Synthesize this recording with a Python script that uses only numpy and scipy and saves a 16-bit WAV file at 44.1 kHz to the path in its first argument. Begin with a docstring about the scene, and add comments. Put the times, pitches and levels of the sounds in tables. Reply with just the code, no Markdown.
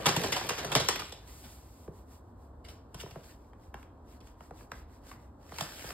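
"""Loud crumpling comes first, over a low steady rumble, as a paper flour bag is picked up close to a phone.
The bag is then tipped and shaken over a bowl of dough, and at the end it is swung upright.
Its panels buckle with small falling pops: short bursts of noise and clicks ringing at each panel's pitch.
Gripping and rubbing paper is made of tiny random cracks in smooth noise; sliding flour is a soft hiss.
The rumble of the small kitchen is noise shaped to be strongest in the bass."""
import sys
import numpy as np
from scipy import signal
from scipy.fft import rfft, irfft, next_fast_len
from scipy.io import wavfile
from scipy.ndimage import uniform_filter1d, map_coordinates

SR = 44100
rng = np.random.default_rng(int(sys.argv[2]) if len(sys.argv) > 2 else 0)


def file_out(sig):
    """Save sig as 16-bit WAV at sys.argv[1]."""
    # one column per channel
    cols = np.atleast_2d(sig).T
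    # limit, then scale
    lim = np.clip(cols, -1, 1)
    pcm = np.round(lim * 32767).astype(np.int16)
    wavfile.write(sys.argv[1], SR, pcm)


N = 261645
TOP_HZ = 16600  # nothing is heard above this pitch


def amp(db):
    """Turn decibels into gain."""
    return 10 ** (np.asarray(db) / 20)


def unit(x):
    """Scale x to an average strength (rms) of 1."""
    return x / np.sqrt(np.mean(x ** 2) + 1e-20)


def along(points, hz):
    """Read a curve of (pitch_hz, value) points, spacing pitch by ratio as the ear does."""
    point_hz, values = np.transpose(points)
    return np.interp(np.log(hz + 1), np.log(point_hz + 1), values)


def levels(rows):
    """Give a gain per sample for each dB column, fading to silence outside the rows."""
    s, *columns = np.transpose(rows)
    t = np.arange(N) / SR
    outside_s = np.abs(t - np.clip(t, s[0], s[-1]))
    fade_db = -300 * outside_s
    return [amp(np.interp(t, s, column) + fade_db) for column in columns]


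def wobble(rate):
    """Draw a smooth random curve with `rate` random points a second."""
    points = rng.standard_normal(int(N * rate / SR) + 4)
    return map_coordinates(points, [np.arange(N) * rate / SR])


def filtered(x, response):
    """Change the strength and timing of each pitch in x by a response of frequency."""
    size = x.shape[-1]
    padded = next_fast_len(size + SR // 4)
    pitches_hz = np.fft.rfftfreq(padded, 1 / SR)
    return irfft(rfft(x, padded) * response(pitches_hz), padded)[..., :size]


def stereo(pair):
    """Mix two unrelated signals into left and right, whose likeness depends on pitch."""
    # how alike left and right are: pitch_hz, likeness (1 = the same)
    alike = [(100, 1), (400, 0.9), (1400, 0.45), (2000, 0.65), (2800, 0.089), (4200, .15), (5200, 0.96),
             (6300, 0.96), (8000, 1), (16000, .94)]

    def mid_and_side(hz):
        turn = np.arccos(np.clip(along(alike, hz), 0, .999)) / 2
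        return np.array([np.cos(turn), np.sin(turn)])

    mid, side = filtered(pair, mid_and_side)
    return np.array([mid + side, mid - side])


def coloured(pair, spectrum):
    """Shape a pair by a spectrum (pitch_hz, relative level_db) into stereo sound of rms 1."""
    shaped = filtered(pair, lambda hz: amp(along(spectrum, hz)))
    return unit(stereo(shaped))


def creases(size, rate, spread_db, smooth):
    """Scatter tiny fibre cracks of uneven strength over smooth friction noise, as a pair of rms 1."""
    happens = rng.random(size) < rate / SR  # rate is cracks a second
    strength = amp(spread_db * np.minimum(rng.exponential(size=size), 3))
    cracks = unit(happens * strength * rng.standard_normal((2, size)))
    friction = smooth * rng.standard_normal((2, size))
    return unit(cracks + friction)


def patchy(x, depth_db):
    """Shift the paper's resonances as it bends: random patches of gain over pitch and time."""
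    z = signal.stft(x, nperseg=512)[2]
    field = rng.standard_normal(z.shape[1:])
    field = uniform_filter1d(field, size=4, axis=0)  # blur over pitch
    field = uniform_filter1d(field, size=7, axis=1)  # blur over time
    return signal.istft(z * amp(depth_db * unit(field)), nperseg=512)[1][:, :N]


def kitchen():
    """Play a steady, slightly restless rumble under faint hiss, both made of shaped noise."""
    # rumble spectrum: pitch_hz, relative level_db
    rumble_spectrum = [(20, -41.5), (31, -32), (42, -5.5), (65, 0.5), (85, -4.5), (103, -8), (139, -15.5),
                       (190, -18), (240, -13), (300, -13), (370, -18.5), (700, -21.5), (1000, -22),
                       (1800, -42.5), (2400, -74)]
    hiss_spectrum = [(300, -4.5), (1000, 4.5), (1600, -7.5), (2300, -21), (4000, -19.0),
                     (15500, -27), (16500, -48)]
    rumble = coloured(rng.standard_normal((2, N)), rumble_spectrum)
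    hiss = coloured(rng.standard_normal((2, N)), hiss_spectrum)
    return amp(-52.0 + .8 * wobble(6.4)) * rumble + amp(-69.5) * hiss


def room(x):
    """Answer x from tiled walls with a freshly drawn tail of fading noise, the top treble dying first."""
    # how fast the echo dies: pitch_hz, time to fall 60 dB in s
    walls = [(150, 0.22), (1000, 0.34), (4000, 0.5), (14000, 0.026)]
    hz, t, z = signal.stft(rng.standard_normal((2, SR // 3)), SR, nperseg=256)
    fade = amp(-60 * t / along(walls, hz)[:, None])
    build_up = 1 - np.exp(-t / 0.0016)
    tail = stereo(signal.istft(z * fade * build_up, SR, nperseg=256)[1])
    return signal.fftconvolve(x.mean(axis=0)[None], tail / np.linalg.norm(tail[0]), axes=1)


def pouring():
    """Slide flour along the paper in long runs and a soft puff with each shake, while the paper rubs."""
    # flour sliding as the bag is moved: time_s, relative flow level_db
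    first_pour = [(1.22, -75), (1.26, -72), (1.278, -61.5), (1.53, -62), (1.64, -70.5), (1.848, -70),
                  (1.9, -82)]
    tilt_back = [(2.62, -101), (2.644, -93), (2.698, -64.5), (2.88, -101)]
    second_pour = [(2.966, -73.5), (3.012, -53.5), (3.044, -68), (3.232, -73.5), (3.236, -67),
                   (3.314, -66.5), (3.382, -82), (3.5, -84.5)]
    swing_upright = [(5.38, -96), (5.408, -80.5), (5.62, -51.5), (5.668, -58.5), (5.906, -54), (5.93, -58)]
    # shakes of the wrist, about six a second: peak time_s, relative flow level_db
    shakes = [(1.978, -71.5), (2.136, -68.5), (2.28, -85.5), (2.435, -79), (3.648, -76.5), (3.804, -75),
              (4.124, -71.5), (4.274, -73), (4.445, -72), (4.601, -68), (4.769, -69), (4.944, -75),
              (5.1, -64.5), (5.225, -78)]
    # paper rubbing compared with flow, strong at first, weak during the first pour,
    # then about as strong as the flow: time_s, rubbing over flow in db
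    rub_share = [(1.2, 4.5), (1.35, -10.5), (2.45, -8), (2.7, 0), (4.3, -1.5), (5.8, 1.5)]
    # spectra of rubbing paper and of flour: pitch_hz, relative level_db
    rub_spectrum = [(150, -13), (480, 4), (850, 0.5), (1550, 7), (2100, 1.5), (2900, 0), (4000, -3.5),
                    (5000, 0), (8000, -9), (16000, -30)]
    flour_spectrum = [(600, -22), (2000, -7.5), (4000, -5), (5500, -3), (8000, -4), (10000, -2),
                      (12000, -5.5), (15600, -4), (16200, -30)]
    shake_rise_s, shake_fall_s = 0.053, 0.055

    t = np.arange(N) / SR
    # flows add as power, so every gain is squared
    flow = sum(levels(move)[0] ** 2 for move in (first_pour, tilt_back, second_pour, swing_upright))
    for s, flow_db in shakes:
        width_s = np.where(t < s, shake_rise_s, shake_fall_s)
        flow += amp(flow_db) ** 2 * np.exp(-2 * ((t - s) / width_s) ** 2)
    rub = flow * amp(np.interp(t, *np.transpose(rub_share))) ** 2
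    rubbing = patchy(creases(N, rate=820, spread_db=2, smooth=0.88), depth_db=2.7)
    paper = coloured(rubbing, rub_spectrum)
    powder = coloured(rng.standard_normal((2, N)), flour_spectrum)
    return amp(6.5 + 0.31 * wobble(30)) * np.sqrt(rub) * paper + amp(4.5) * np.sqrt(flow) * powder


def gripping():
    """Squeeze the bag with the fingers: its walls flex dully and its folds crinkle."""
    # the bag gripped and lifted: time_s, relative flexing level_db, relative crinkling level_db
    grip = [(0.0, -40, -49.5), (0.112, -35.5, -43.5), (0.246, -35.5, -42), (0.538, -42, -47.5),
            (0.744, -38, -51), (0.868, -43, -45), (0.958, -49, -47.5), (1.088, -59.5, -54.5),
            (1.2, -62.5, -67.5)]
    # spectra of the flexing walls and crinkling folds: pitch_hz, relative level_db
    flex_spectrum = [(60, -15.5), (130, 6), (240, -3), (320, -1.5), (480, 4.5), (1050, -3.5), (1800, -6.5),
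                     (3000, -32.5), (6000, -62)]
    crinkle_spectrum = [(500, -27.5), (1500, -6.5), (2000, 3), (3000, 5), (4200, 2), (5500, 0.5),
                        (7500, -4.5), (11000, -7), (15000, -10), (16500, -25)]
    flex, crinkle = levels(grip)
    flexing = patchy(creases(N, rate=1200, spread_db=1.5, smooth=0.76), depth_db=3.2)
    crinkling = patchy(creases(N, rate=2400, spread_db=2.8, smooth=.55), depth_db=2.8)
    walls = coloured(flexing, flex_spectrum)
    folds = coloured(crinkling, crinkle_spectrum)
    return amp(-2.0) * flex * walls + amp(1.5 + 0.64 * wobble(45)) * crinkle * folds


def buckle(pop_db, pop_hz, thump_db, crackle_db, length):
    """Snap one panel through, with a run of creases that swells and dies behind it."""
    # spectra of the ringing panel, dull thump and bright crackle: pitch_hz, relative level_db
    panel_spectrum = [(120, -43), (350, 4.5), (500, 2), (1100, 1.5), (2000, -2), (3200, -7.5),
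                      (7000, -46.5)]
    thump_spectrum = [(45, -21.5), (95, -1), (150, 5), (220, -3), (330, -17.5), (600, -22.5), (1500, -59)]
    snap_spectrum = [(900, -23), (2200, -2), (3100, 4), (4200, -2), (5500, 0.5), (7000, -6.5), (8000, -9),
                     (10000, -8), (15000, -19), (16500, -40)]
    size = SR // 5
    t = np.arange(size) / SR
    lead_in = SR // 100  # silent samples ahead of the snap

    def late(x):
        return np.pad(x, ((0, 0), (lead_in, 0)))

    swell = 1 - np.exp(-t / (0.079 * length))
    fade = amp(-40 * t / (length + .005))
    run = creases(size, rate=2500, spread_db=2.0, smooth=0.97) * swell * fade
    run /= np.linalg.norm(run[0])

    # the shorter the crumpling, the more of it lies in the first snap
    suddenness = np.exp(-length / 0.027)
    snap = np.zeros((2, size))
    snap[0, 0] = 2 * suddenness

    # the snap cracks brightly for about a millisecond
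    crack = np.diff(rng.standard_normal((2, size)), prepend=0) * np.exp(-t / .0008)
    crack *= 2.5 * suddenness / np.linalg.norm(crack[0])

    def ring(hz):
        # the panel rings at its own pitch and radiates little above it
        resonance = 0.47 + 1 / (1 + 1.6j * (hz / pop_hz - pop_hz / (hz + 1)))
        return resonance / np.sqrt(1 + (hz / (2 * pop_hz)) ** 4)

    pop = coloured(filtered(late(run + snap), ring), panel_spectrum)
    thump = coloured(late(run + 2 * snap), thump_spectrum)
    crackle = coloured(late(run + crack), snap_spectrum)
    parts = amp(pop_db) * pop + amp(thump_db) * thump + amp(crackle_db) * crackle

    # every fold has treble resonances of its own
    knots = rng.standard_normal(size=90)
    knots_hz = np.linspace(0, TOP_HZ, len(knots))
    lag_s, knee_hz = .02, 280

    def fold_and_fall(hz):
        fold = amp(3.9 * np.interp(hz, knots_hz, knots) * np.minimum(hz / 2500, 1))
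        # bending waves in paper are slower at low pitch, so each pop falls like a drip
        delay = np.exp(-2j * np.pi * lag_s * knee_hz * np.arctan(hz / knee_hz))
        return fold * delay

    return filtered(parts, fold_and_fall), lead_in


def buckles():
    """List crumples and single pops: start_s, room_db, pop_db, pitch_hz, thump_db, crackle_db, length_s."""
    # the bag crumpling under the fingers:
    # start_s, relative strength_db, panel pitch_hz, length_s, relative thump_db
    crumples = [(0.0582, -26.5, 990, 0.024, -32), (0.0652, -25.5, 1000, 0.019, -31),
                (0.087, -29.5, 980, 0.029, -52), (0.164, -31, 890, 0.023, -28.5),
                (0.235, -34, 890, 0.039, -35), (0.322, -33, 1980, 0.04, -54), (0.362, -32, 890, 0.05, -49),
                (0.49, -33, 1220, 0.041, -62), (0.579, -37.5, 1050, 0.057, -51),
                (0.647, -37.5, 610, 0.018, -41.5), (0.718, -33.5, 1100, 0.04, -38),
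                (0.752, -23.5, 1010, 0.011, -34), (0.759, -25.5, 585, 0.029, -31),
                (0.801, -33, 850, .027, -38), (0.8872, -25, 1020, 0.013, -47),
                (0.994, -40, 1030, 0.037, -60), (1.123, -45.5, 664, 0.022, -58),
                (1.438, -53.5, 750, 0.055, -52.5), (2.643, -60, 1800, 0.072, -69),
                (2.684, -52, 700, .04, -64), (2.9446, -48, 790, 0.017, -42.5),
                (2.999, -53.5, 2500, 0.046, -62), (3.109, -56.5, 900, 0.02, -49),
                (4.205, -64.5, 1000, 0.026, -56), (4.272, -67, 1500, 0.011, -67),
                (5.585, -41.5, 1200, 0.017, -51), (5.609, -35.5, 860, 0.0097, -39)]
    # single panels popping through: start_s, relative strength_db, pitch_hz
    pops = [(0.243, -32, 427), (0.412, -37.5, 950), (0.505, -34.5, 840), (0.959, -36, 2070),
            (1.02, -41, 1170), (1.879, -42, 355), (3.034, -43.5, 390), (3.062, -47, 700),
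            (3.158, -41.5, 565), (3.533, -57.5, 900), (3.7425, -41.5, 1048), (3.829, -58.5, 1794),
            (4.407, -49, 880), (4.509, -45, 700), (4.609, -54.5, 890), (4.718, -40, 1380),
            (5.115, -47.5, 1200), (5.521, -44, 804), (5.841, -45, 580), (5.905, -42.5, 1280)]
    middle_hz = 900  # a panel of middle pitch
    crumple_room_db, pop_room_db = -6, -8  # echo compared with the direct sound
    pop_length_s = .007

    # a higher panel crackles more; crackle and pop thump are set against the strength
    for s, db, hz, length, thump_db in crumples:
        crackle_db = db + 0.5 + 3.5 * np.log2(hz / middle_hz)
        yield s, crumple_room_db, db, hz, thump_db, crackle_db, length
    # a higher single pop also thumps less
    for s, db, hz in pops:
        octaves = np.log2(hz / middle_hz)
        thump_db = db - 7 - 5 * octaves
        crackle_db = db - 19 + 12 * octaves
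        yield s, pop_room_db, db, hz, thump_db, crackle_db, pop_length_s


def buckling():
    """Place every buckle; its paper sends another colour to the walls behind, and both sides echo."""
    out = np.zeros((2, N + SR))
    for s, room_db, *blow in buckles():
        front, lead_in = buckle(*blow)
        back, _ = buckle(*blow)
        start = max(round(s * SR) - lead_in, 0)
        wet = amp(room_db) / np.sqrt(2)  # shared between the two echoes
        for part in (front, wet * room(front), wet * room(back)):
            out[:, start:start + part.shape[1]] += part
    return amp(-13.5) * out[:, :N]


def scene():
    """Add the kitchen's rumble, the pouring flour, the gripped paper and the buckling panels."""
    return kitchen() + pouring() + gripping() + buckling()


def record(dry):
    """Shift phase between the phone's two microphone ports and let nothing through above TOP_HZ."""
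    # how far the left port leads the right: pitch_hz, phase in radians
    lead = [(0, 0), (600, -.45), (1400, -.3), (1850, 0), (3500, -.2), (5200, 2.2), (6000, 3.14),
            (7950, 6.28), (10150, 9.42), (12500, 12.57), (17000, 18.7)]

    def ports(hz):
        half_lead = np.interp(hz, *np.transpose(lead)) / 2
        return np.exp(1j * np.array([half_lead, -half_lead])) * (hz < TOP_HZ)

    return filtered(dry, ports)


dry = scene()
out = record(dry)
file_out(out)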